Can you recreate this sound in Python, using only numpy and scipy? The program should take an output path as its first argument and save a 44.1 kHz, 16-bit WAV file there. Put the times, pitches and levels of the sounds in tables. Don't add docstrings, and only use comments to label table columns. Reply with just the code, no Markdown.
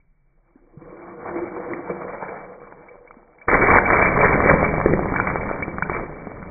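import sys
import numpy as np
from scipy import signal
from scipy.fft import rfft, irfft
from scipy.io import wavfile
from scipy.ndimage import uniform_filter1d

SR = 44100
rng = np.random.default_rng(int(sys.argv[2]) if len(sys.argv) > 2 else 0)


def field_ratio(decibels):
    return 10 ** (np.asarray(decibels, dtype=float) / 20)


def master(y):
    cut = np.clip(np.atleast_2d(y).T, -1, 1)
    pcm = np.round(cut * 32767)
    wavfile.write(sys.argv[1], SR, pcm.astype(np.int16))


N = 286650


def rms_one(x):
    return x / np.sqrt(np.mean(x ** 2) + 1e-20)


def in_time(rows):
    times_s, *columns = np.transpose(rows)
    t = np.arange(N) / SR
    return [np.interp(t, times_s, column, left=-150, right=-150) for column in columns]


def at_hz(points, hz):
    point_hz, values = np.array(points).T
    return np.interp(np.log(hz), np.log(point_hz), values)


def drift(rate_hz):
    step = 40
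    pole = np.exp(-2 * np.pi * rate_hz * step / SR)
    settling = 2000
    noise = rng.standard_normal(N // step + 2 + settling)
    slow = signal.lfilter([1], [1, -2 * pole, pole ** 2], noise)[settling:]
    return np.interp(np.arange(N) / step, np.arange(len(slow)), rms_one(slow))


def ring(clicks, hz, t60):
    radius = field_ratio(-60 / (max(t60, 0.002) * SR))
    angle = 2 * np.pi * hz / SR
    return signal.lfilter([0, np.sin(angle)], [1, -2 * radius * np.cos(angle), radius ** 2], clicks + 1e-18)


def contacts(per_s, spread_db, clump_db, clump_hz):
    sizes = field_ratio(spread_db * np.minimum(rng.exponential(1, N), 4)) * rng.choice([-1, 1], N)
    chance = per_s * field_ratio(clump_db * drift(clump_hz)) / SR
    return sizes * (rng.random(N) < chance)


def evened(x, seconds):
    return x / np.sqrt(uniform_filter1d(x ** 2, int(seconds * SR)) + 1e-12)


def grains(clicks, spectrum, cycles, tilt_db=0, count=16):
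    pitches = np.geomspace(spectrum[1][0], spectrum[-3][0], count)
    dealt = rng.integers(0, count, N)
    total = np.zeros(N)
    for k, hz in enumerate(pitches):
        tilted = clicks * (dealt == k) * field_ratio(tilt_db * np.log2(hz / 1000))
        total += field_ratio(at_hz(spectrum, hz)) * hz * ring(tilted, hz, cycles / hz)
    return total


def room_tone():
    # pitch_hz, relative level_db (per Hz)
    tone_spectrum = [(12, -24), (20, -5), (29, -0.5), (49, -18), (92, -30.5), (140, -16), (239, -34.5),
                     (1780, -45), (2300, -42), (2990, -75), (5060, -120)]
    hz = np.maximum(np.fft.rfftfreq(N, 1 / SR), 10)
    shaped = irfft(rfft(rng.standard_normal(N)) * field_ratio(at_hz(tone_spectrum, hz)), N)
    return field_ratio(-57.5 + 0.89 * drift(3.9)) * rms_one(shaped)


def room(x):
    # pitch_hz, t60_s
    decay_times = [(60, 0.92), (250, 0.99), (700, 0.7), (1500, 0.37), (2300, 0.35)]
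    first_wall_s = 0.017
    t = np.arange(SR) / SR
    edges = 30 * 2.0 ** np.arange(8)
    tail = np.zeros(SR)
    for low, high in zip(edges, edges[1:]):
        octave = signal.butter(2, [low, high], "band", fs=SR, output="sos")
        band = signal.sosfilt(octave, rng.standard_normal(SR))
        tail += band * field_ratio(-60 * t / at_hz(decay_times, np.sqrt(low * high)))
    tail = tail * np.clip(t / first_wall_s - 1, 0, 1)
    share = (edges[-1] - edges[0]) / (SR / 2)
    return signal.fftconvolve(x, tail * np.sqrt(share / np.sum(tail ** 2)))[:N]


def surges_db():
    # start_s, strength_db (ahead of the smoothing of the rise)
    clumps = [(0.81, 3.5), (1.255, 2.5), (1.353, 10), (1.559, 7), (1.6, 3), (1.73, 6.5), (1.893, 7.5),
              (2.015, 8), (2.075, 0), (2.221, 10), (2.281, 4), (3.512, 4.5), (3.62, 7), (3.70, 5.5),
              (3.899, 8), (3.92, 5), (3.986, 3), (4.018, 3), (4.06, 2.5), (4.201, 3), (4.4, 5), (4.437, 8),
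              (4.625, 4.5), (5.268, 8.5), (5.927, 4.5)]
    rise_s, fade_s = 0.0036, 0.023
    start_s, strength_db = np.transpose(clumps)
    marks = np.zeros(N)
    marks[(start_s * SR).astype(int)] = strength_db
    rise, fade = np.exp(-1 / (rise_s * SR)), np.exp(-1 / (fade_s * SR))
    fading = signal.lfilter([1], [1, -fade], marks + 1e-18)
    return signal.lfilter([1 - rise], [1, -rise], fading)


def cup():
    # start_s, hollow_db, scrape_db, lift_db (second mode, relative)
    slide = [(0.0, -97, -102, 6), (0.5, -68, -66.5, 8), (0.76, -53, -63.5, 10.5), (0.83, -43.5, -53, -1),
             (1.08, -41.5, -42, -1), (1.17, -39.5, -49.5, 2), (1.27, -33, -32, -0.5),
             (1.42, -31, -37.5, 10.5), (1.55, -35.5, -38, 4), (1.72, -32, -36.5, 11.5),
             (1.86, -41, -39, -3.5), (1.91, -29.5, -35.5, 0.5), (2.0, -44.5, -39.5, -3.5),
             (2.08, -34.5, -33, -12.5), (2.2, -43.5, -36.5, -7), (2.33, -40, -35.5, -16),
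             (2.5, -45, -45, -9), (2.9, -49.5, -50.5, -2.5), (3.25, -57, -59.5, -7.5),
             (3.46, -61, -51, 2.5)]
    # pitch_hz, width_hz, relative level_db
    cup_modes = [(186, 36, -3.5), (339, 17, 1.5), (484, 33, 3), (1110, 91, -7), (1450, 40, -18)]
    # pitch_hz, relative level_db (per Hz)
    scrape_spectrum = [(290, -30), (500, -10.5), (568, 0.5), (1020, -6), (1100, -6), (1910, -15),
                       (2300, -14.5), (2990, -39.5), (5060, -120)]
    hollow_db, scrape_db, lift_db = in_time(slide)
    bumps = contacts(500, spread_db=0.5, clump_db=3.0, clump_hz=13)
    modes = []
    for hz, width_hz, level_db in cup_modes:
        strengths = rng.normal(0, 1, N)
        swelling = field_ratio(level_db + 2.5 * drift(3.2))
        modes.append(swelling * np.sqrt(width_hz) * ring(bumps * strengths, hz, 2.4 / width_hz))
    modes[1] = modes[1] * field_ratio(np.clip(lift_db, -15, 15))
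    scrape_contacts = contacts(1800, spread_db=2.0, clump_db=5.0, clump_hz=14)
    scrape = grains(scrape_contacts, scrape_spectrum, cycles=17.0)
    rattle = field_ratio(hollow_db) * evened(sum(modes), 0.18) + field_ratio(scrape_db) * evened(scrape, 0.13)
    small_body = signal.butter(3, 78, "high", fs=SR, output="sos")
    return signal.sosfilt(small_body, rattle)


def table(blows):
    # pitch_hz, relative level_db, t60_s
    table_modes = [(45, -24.5, 0.13), (74, -11.5, 0.097), (118, -5.5, 0.069), (170.2, -3.5, .1),
                   (206, 3, 0.046), (271, 0.5, 0.042), (330, 4, 0.02), (422.3, 1.5, 0.067), (506, 3, 0.035)]
    total = np.zeros(N)
    for hz, level_db, t60_s in table_modes:
        strengths = 1 + 0.5 * rng.standard_normal(N)
        total += field_ratio(level_db) * ring(blows * strengths, hz, t60_s)
    return total


def heap():
    # start_s, crackle_db (ahead of surges), rumble_db
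    waves = [(3.47, -53.5, -47), (3.484, -12, -38), (3.505, -21, -32), (3.55, -14, -29),
             (3.58, -21.5, -23.5), (3.65, -17.5, -24), (3.70, -14.5, -23.5), (3.778, -11.5, -22),
             (3.812, -43, -34), (3.85, -30, -34), (3.88, -19, -28.5), (4.05, -16, -30),
             (4.08, -20.5, -26.5), (4.138, -24.5, -24.5), (4.17, -18, -19.5), (4.25, -13.5, -23),
             (4.38, -22.5, -21.5), (4.45, -24.5, -25), (4.5, -9.5, -19.5), (4.55, -23.5, -15.5),
             (4.6, -25.5, -32), (4.634, -21.5, -22.5), (4.7, -27, -26.5), (4.84, -29, -29),
             (4.87, -27, -21), (5.05, -33, -33), (5.12, -27, -31), (5.34, -29, -29), (5.5, -30, -31.5),
             (5.69, -36.5, -37.5), (5.73, -37.5, -35.5), (5.88, -37.5, -37), (5.948, -27, -39),
             (5.99, -32, -29.5), (6.07, -40.5, -39.5), (6.5, -42, -38.5)]
    # pitch_hz, relative level_db (per Hz)
    crackle_spectrum = [(210, -32), (350, -12), (499, -0.5), (800, -10), (852, -8.5), (1050, 1),
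                        (1360, -9.5), (1980, -7.5), (2300, -5), (2990, -17), (5060, -120)]
    even_colour_db, brightening = -25.5, 0.15
    crackle_db, rumble_db = in_time(waves)
    touches = contacts(2200, spread_db=3.0, clump_db=2.5, clump_hz=30)
    tilt_db = brightening * np.clip(crackle_db - even_colour_db, -20, 20)
    crackle = grains(touches, crackle_spectrum, cycles=8.6, tilt_db=tilt_db)
    rumble = table(contacts(400, spread_db=2.0, clump_db=2.5, clump_hz=12.0))
    return field_ratio(crackle_db + surges_db()) * evened(crackle, 0.082) + field_ratio(rumble_db) * evened(rumble, 0.12)


def knocks():
    # start_s, tick peak_db, tick pitch_hz, thud level_db (ahead of its envelope),
    # thud pitch_hz (near onset)
    cube_knocks = [(0.556, -57, 820, -33.5, 304), (0.771, -64.5, 619, -27, 171.6),
                   (0.819, -40, 622, -43, 454), (0.927, -38.5, 620, -32, 447),
                   (1.265, -26, 645, -39.5, 494), (1.291, -20.5, 1040, -33, 497),
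                   (1.357, -22.5, 840, -33, 333), (1.569, -28, 651, -33, 339),
                   (1.733, -17.5, 1970, -16, 334), (1.791, -33.5, 1100, -19.5, 330),
                   (1.9, -30, 729, -12.5, 462), (2.018, -24.5, 1110, -27, 350), (2.049, -26, 653, -19, 500),
                   (2.228, -26, 807, -19, 513), (2.282, -22.5, 1560, -34.5, 528),
                   (2.616, -30, 630, -33, 525), (2.723, -25, 905, -42, 545), (2.883, -33, 2260, -44.5, 455),
                   (2.955, -31, 666, -39.5, 449), (3.073, -36.5, 2230, -52, 436),
                   (3.108, -28, 1230, -56.5, 439), (3.141, -37.5, 975, -46, 415),
                   (3.167, -57, 646, -33, 276), (3.229, -39, 864, -51, 487), (3.383, -38, 2160, -46.5, 563),
                   (3.413, -31.5, 2300, -59, 450), (3.483, -4.5, 1190, -10.5, 565),
                   (3.513, -5, 2100, -13, 593), (3.532, -10, 1650, -9.5, 390.5), (3.54, -3, 1950, -8, 498),
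                   (3.549, -1, 1010, -9.5, 320), (3.624, -5.5, 1050, -7.5, 359.5),
                   (3.637, -5.5, 1030, -9, 460), (3.711, -6, 1640, -14, 234), (3.76, 0.5, 585, -13.5, 568),
                   (3.768, -3.5, 1940, -6, 514), (3.784, 4, 1503, -19.5, 406),
                   (3.853, -8.5, 2316, -27, 482), (3.902, -4.5, 1715, -12, 501),
                   (3.989, -6.5, 920, -15, 222), (4.025, -7, 1086, -18, 219),
                   (4.062, -6.5, 2310, -23.5, 403), (4.205, -2, 2400, -4, 560),
                   (4.255, -1.5, 1680, -8, 495), (4.317, -12, 1740, -17, 487), (4.339, -7, 2080, -14, 172),
                   (4.402, -2.5, 1090, -18, 503), (4.438, -13, 2260, -11.5, 493),
                   (4.459, -12, 2150, -4, 406), (4.488, -8, 2240, -13.5, 495),
                   (4.509, -12, 1030, -12.5, 293), (4.628, -4, 656, -15.5, 589), (4.739, -9, 635, -18, 417),
                   (4.781, -7, 701, -16, 183), (4.8, -10, 1000, -24, 199.8),
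                   (4.812, -6.5, 1136, -20.5, 151.6), (4.859, -8, 1700, 1.5, 394),
                   (4.904, -19.5, 610, -9.5, 202), (4.935, -10.5, 1900, -3, 382),
                   (4.992, -6.5, 715, -16.5, 196), (5.032, -15.5, 1018, -26, 231),
                   (5.056, -11, 890, -19.5, 153.7), (5.121, -12.5, 724, -11, 315),
                   (5.138, -12, 1227, -23.5, 342), (5.16, -6, 1647, -18.5, 151),
                   (5.184, -13, 1502, -17, 212), (5.199, -1.5, 1400, -34, 598), (5.27, -11, 2005, -22, 269),
                   (5.3, -9, 1196, -25.5, 151), (5.357, -7, 837, -18, 510), (5.5, -11.5, 898, -28.5, 159),
                   (5.512, -9.5, 617, -21.5, 595), (5.623, -9, 2260, -17.5, 583),
                   (5.68, -17.5, 702, -16.5, 357), (5.783, -11, 1194, -21.5, 206),
                   (5.823, -4.5, 1455, -21.5, 194), (5.896, -9, 1127, -13.5, 400),
                   (5.917, -22, 627, -16.5, 600), (5.929, -14.5, 2370, -23, 509),
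                   (5.964, -14, 1270, -18.5, 463), (5.996, -14.5, 712, -23.5, 484),
                   (6.034, -26.5, 800, -20.5, 400), (6.124, -24.5, 1020, -30, 213),
                   (6.27, -19.5, 700, -23, 230), (6.317, -23, 723, -52, 151),
                   (6.426, -25.5, 1360, -31, 186)]
    tick_attack_s, tick_t60_s = 0.0003, 0.011
    thud_attack_s, thud_cycles = 0.0015, 12.3
    landing_s, table_share_db = 3.45, -17
    out, blows = np.zeros(N), np.zeros(N)
    t = np.arange(int(0.1 * SR)) / SR
    chance = rng.random((len(cube_knocks), 3))
    tick_envelope = (1 - np.exp(-t / tick_attack_s)) * field_ratio(-60 * t / tick_t60_s)
    sag = t - 0.19 * (t - 0.0071 * (1 - np.exp(-t / 0.0067)))
    for (start_s, tick_db, tick_hz, thud_db, thud_hz), (low, high, side) in zip(cube_knocks, chance):
        at = round(start_s * SR)
        sign = np.sign(side - 0.5)
        partials = tick_hz * np.array([[1], [0.68 + 0.19 * low], [1.2 + 0.59 * high]])
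        tick = field_ratio([0, -6.0, -7.0]) @ np.sin(2 * np.pi * partials * t) * tick_envelope
        tick = field_ratio(tick_db) * tick / np.abs(tick).max()
        thud_envelope = (1 - np.exp(-t / thud_attack_s)) * field_ratio(-60 * t * thud_hz / thud_cycles)
        thud = field_ratio(thud_db) * np.sin(2 * np.pi * thud_hz * sag) * thud_envelope
        out[at:at + len(t)] += sign * (tick + thud)[:N - at]
        blows[at] = sign * field_ratio(thud_db + table_share_db) * (start_s > landing_s)
    return out + table(blows)


def scene():
    ice = field_ratio(surges_db()) * cup() + heap() + knocks()
    reflections = field_ratio(-10.5) * room(ice)
    return (ice + reflections + room_tone())[None]


def roll_off(x):
    return signal.sosfilt(signal.butter(12, 3200, fs=SR, output="sos"), x)


def record(dry):
    edge_hz = 2335
    peak_hz, peak_width_hz, peak_db = 2290, 60, 8
    size = dry.shape[-1]
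    hz = np.fft.rfftfreq(size, 1 / SR)
    resonance = 1 + (field_ratio(peak_db) - 1) / (1 + 2j * (hz - peak_hz) / peak_width_hz)
    edge = signal.ellip(12, 0.5, 85, edge_hz, fs=SR, output="sos")
    rounded = 1.05 * np.tanh(dry / 1.1)
    resonant = irfft(rfft(rounded) * resonance, size)
    mix = signal.sosfilt(edge, resonant)
    return roll_off(mix)


dry = scene()
out = record(dry)
master(out)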